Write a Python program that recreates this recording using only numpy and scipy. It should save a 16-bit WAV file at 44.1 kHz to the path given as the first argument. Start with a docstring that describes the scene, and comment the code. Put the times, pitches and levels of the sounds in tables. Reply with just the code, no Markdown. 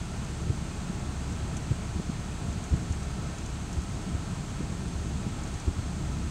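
"""A snowy drive by the woods, one microphone out in a light wind.
Far off, a diesel tractor crawls up at a steady speed: exhaust throb, engine clatter, faint gear whine.
Right at the microphone the wind rumbles, and now and then an eddy bumps it.
Behind it lies an even hiss with a few tiny ticks, as of snow grains landing close by."""
import sys
import numpy as np
from scipy.fft import rfft, irfft, next_fast_len
from scipy.io import wavfile
from scipy.ndimage import map_coordinates

SR = 44100
rng = np.random.default_rng(int(sys.argv[2]) if len(sys.argv) > 2 else 0)


def output_pcm(signal):
    """Save a mono or channel-first signal as 16-bit PCM at the path in sys.argv[1].

    Samples are clipped to [-1, 1] before scaling.
    """
    pcm = np.clip(np.atleast_2d(signal).T, -1, 1) * 32767
    wavfile.write(sys.argv[1], SR, np.round(pcm).astype(np.int16))


N = 277830

# exhaust note at 1, 2, 3 .. 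times the firing rate: rms level/dB
EXHAUST_HARMONICS = [-44, -44, -47, -47.5, -49.5, -63.5, -58.5, -76, -57.5, -84, -66]
# gear whines: f/Hz, rms level/dB
GEAR_WHINES = [(726.6, -67), (787.3, -65), (1453.2, -74)]
# engine clatter as heard from afar: f/Hz, relative level/dB
CLATTER_SPECTRUM = [(100, 2.5), (300, -5), (420, 1.5), (525, -4), (630, -0.5), (900, -2), (1200, -3.5),
                    (1650, -9), (2050, -8.5), (2700, -11), (4000, -17.5), (7000, -40)]
# ringing (+) and hollows (-) of the engine block and panels: f/Hz, width/Hz, lift/dB
PANEL_RESONANCES = [(520, 48, -5.5), (707, 69, 3), (760, 36, -6), (822, 54, 2.5), (1216, 53, -5),
                    (1305, 90, 6.5), (1410, 40, 1), (1552, 75, 4), (1820, 58, 4), (1980, 90, -3.5),
                    (2520, 120, 2.5)]
# wind on the microphone: f/Hz, relative level/dB
RUMBLE_SPECTRUM = [(20, -22), (32, -24), (48, -5), (68, 2.5), (110, -4), (190, -3.5), (225, -10),
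                   (310, -13.5), (420, -22), (600, -29.5), (1500, -65)]
# the rumble as the breeze rises and falls: t/s, rms level/dB
BREEZE_LEVELS = [(0, -36), (.85, -34.5), (1.2, -36), (2.85, -34.5), (3.3, -36), (4.4, -36.3), (4.7, -34),
                 (5.9, -35.5), (6.3, -33.5)]
# background hiss: f/Hz, relative level/dB
HISS_SPECTRUM = [(300, -10), (2000, -5.5), (4400, -2), (5550, -3.5), (6200, 0), (6950, -2), (8300, -1),
                 (8900, -7), (9600, -10.5), (10100, -15.5), (10450, -19.5), (11600, -19.5), (13300, -29),
                 (15700, -35)]
# narrow resonances (+) and hollows (-) that tint the hiss: f/Hz, width/Hz, lift/dB
HISS_RESONANCES = [(3320, 150, 3.5), (4020, 92, 3.5), (4190, 110, -1.5), (4325, 62, 5.5), (4530, 60, 2),
                   (4670, 60, 1), (6510, 260, 4), (7530, 220, 4), (8100, 160, 2.5), (9380, 170, 4)]
# eddies that bump the microphone: t/s, peak level/dB, f/Hz
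EDDY_BUMPS = [(0.471, -24, 195), (.504, -19, 97), (.902, -26, 190), (1.715, -16, 124), (1.96, -24, 81),
              (2.001, -23, 166), (2.098, -20, 202), (2.729, -17, 65), (2.744, -18, 124), (2.908, -21.5, 77),
              (3.79, -24, 69), (4.151, -24, 92), (4.607, -24.5, 169), (5.267, -25.5, 140),
              (5.683, -16.5, 73.4), (5.796, -23, 128)]
# the clearest ticks close by: t/s, starting level/dB
CLEAR_TICKS = [(1.322, -44.5), (1.567, -41), (2.639, -41.5), (2.9223, -38.5), (3.0278, -43), (3.4595, -43),
               (3.728, -39), (5.4345, -43), (5.4744, -42.5), (5.5394, -42), (5.5977, -43)]
# colour of a tick: f/Hz, relative level/dB
TICK_SPECTRUM = [(2000, -27), (4500, -5), (6500, 11), (8200, 4), (9500, -5), (11000, -17), (15000, -36)]


def amp(db):
    """Decibels to gain."""
    return 10 ** (np.asarray(db) / 20)


def unit(x):
    """Scale to rms 1."""
    return x / np.sqrt(np.mean(x ** 2) + 1e-20)


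def wobble(rate):
    """A smooth random curve, `rate` knots a second."""
    knots = rng.standard_normal(int(N * rate / SR) + 4)
    return map_coordinates(knots, [np.arange(N) * rate / SR], mode="nearest")


def filtered(x, response):
    """Apply a gain that depends on frequency."""
    size = next_fast_len(N + SR // 2)
    hz = np.fft.rfftfreq(size, 1 / SR)
    return irfft(rfft(x, size) * response(hz), size)[..., :N]


def noise(spectrum, resonances=()):
    """Noise of rms 1 with a broad colour, lifted or hollowed at each resonance."""
    def response(hz):
        points_hz, points_db = np.transpose(spectrum)
        colour_db = np.interp(np.log(hz + 1), np.log(points_hz + 1), points_db)
        lift_db = sum(db / (1 + (2 * (hz - centre) / width) ** 2) for centre, width, db in resonances)
        return amp(colour_db + lift_db)
    return unit(filtered(rng.standard_normal(N), response))


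def tone(cycles, flutter_db):
    """A sine of rms 1 that flutters on its way through moving air to the microphone."""
    return unit(np.sin(2 * np.pi * (cycles + rng.random())) * amp(flutter_db * wobble(4.01)))


def tractor(firing_hz=35.0):
    """Far off, one governed shaft drives the exhaust, the gears and the clatter."""
    speed = 1 + 0.0012 * wobble(2)
    shaft_time = np.cumsum(speed) / SR
    firings = firing_hz * shaft_time
    exhaust = sum(amp(db) * tone(order * firings, flutter_db=0.5)
                  for order, db in enumerate(EXHAUST_HARMONICS, 1))
    gears = sum(amp(db) * tone(hz * shaft_time, flutter_db=2.5) for hz, db in GEAR_WHINES)
    # distance and the woods smear the knocks, so only a shallow pulsing is left
    knocks = amp(0.33 * np.cos(2 * np.pi * firings) + 0.5 * wobble(5.06))
    clatter = amp(-45) * unit(knocks * noise(CLATTER_SPECTRUM, PANEL_RESONANCES))
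    return exhaust + gears + clatter


def wind():
    """Turbulence right at the microphone port: a lumpy rumble that follows the breeze."""
    breeze_db = np.interp(np.arange(N) / SR, *np.transpose(BREEZE_LEVELS))
    lumps = amp(1.3 * wobble(9.3) + 0.75 * wobble(55))
    return amp(breeze_db) * unit(lumps * noise(RUMBLE_SPECTRUM))


def hiss(level_db=-49.5):
    """An even, bright hiss in the background, with a faintly ringing colour."""
    return amp(level_db) * noise(HISS_SPECTRUM, HISS_RESONANCES)


def eddies(half_length_cycles=0.86):
    """Each eddy swings the pressure at the microphone once or twice; big, slow ones last longer."""
    t, bumps = np.arange(N) / SR, np.zeros(N)
    swirl = noise([(40, -28), (120, -10), (230, 6), (380, -0.5), (600, -20.5), (1500, -64)])
    for peak_s, db, hz in EDDY_BUMPS:
        near = abs(t - peak_s) < 0.1
        cycles = hz * (t[near] - peak_s)
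        envelope = amp(db) * np.exp(-(cycles / half_length_cycles) ** 2)
        swing = np.sin(2 * np.pi * (cycles + rng.random()))
        turbulence = hz / 560 * swirl[near]  # small, quick eddies shed more
        bumps[near] += envelope * (swing + turbulence)
    return bumps


def ticks(attack_s=0.00061, t60_s=0.048, faint_per_s=1.8, faint_db=-47, spread_db=3):
    """Close by, brief, crisp sprays of tiny grains; faint ones fall at random among the clear ones."""
    t, envelope = np.arange(N) / SR, np.zeros(N)
    spray = unit(noise(TICK_SPECTRUM) * amp(wobble(1200)))
    faint_ticks = [(rng.uniform(0, N / SR), faint_db + rng.uniform(-spread_db, spread_db))
                   for _ in range(round(faint_per_s * N / SR))]
    for start_s, db in CLEAR_TICKS + faint_ticks:
        age = np.maximum(t - start_s, 0)
        envelope += amp(db - 60 * age / t60_s) * (1 - np.exp(-age / attack_s))
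    return envelope * spray


def scene():
    """The far tractor and the near air at one microphone."""
    return (tractor() + wind() + hiss() + eddies() + ticks())[None]


def record(dry):
    """The recorder cuts the deepest bass and keeps nothing above its band limit."""
    low_cut_hz, top_hz = 27, 15800
    return filtered(dry, lambda hz: (1 - np.exp(-(hz / low_cut_hz) ** 6)) * (hz < top_hz))


dry = scene()
out = record(dry)
output_pcm(out)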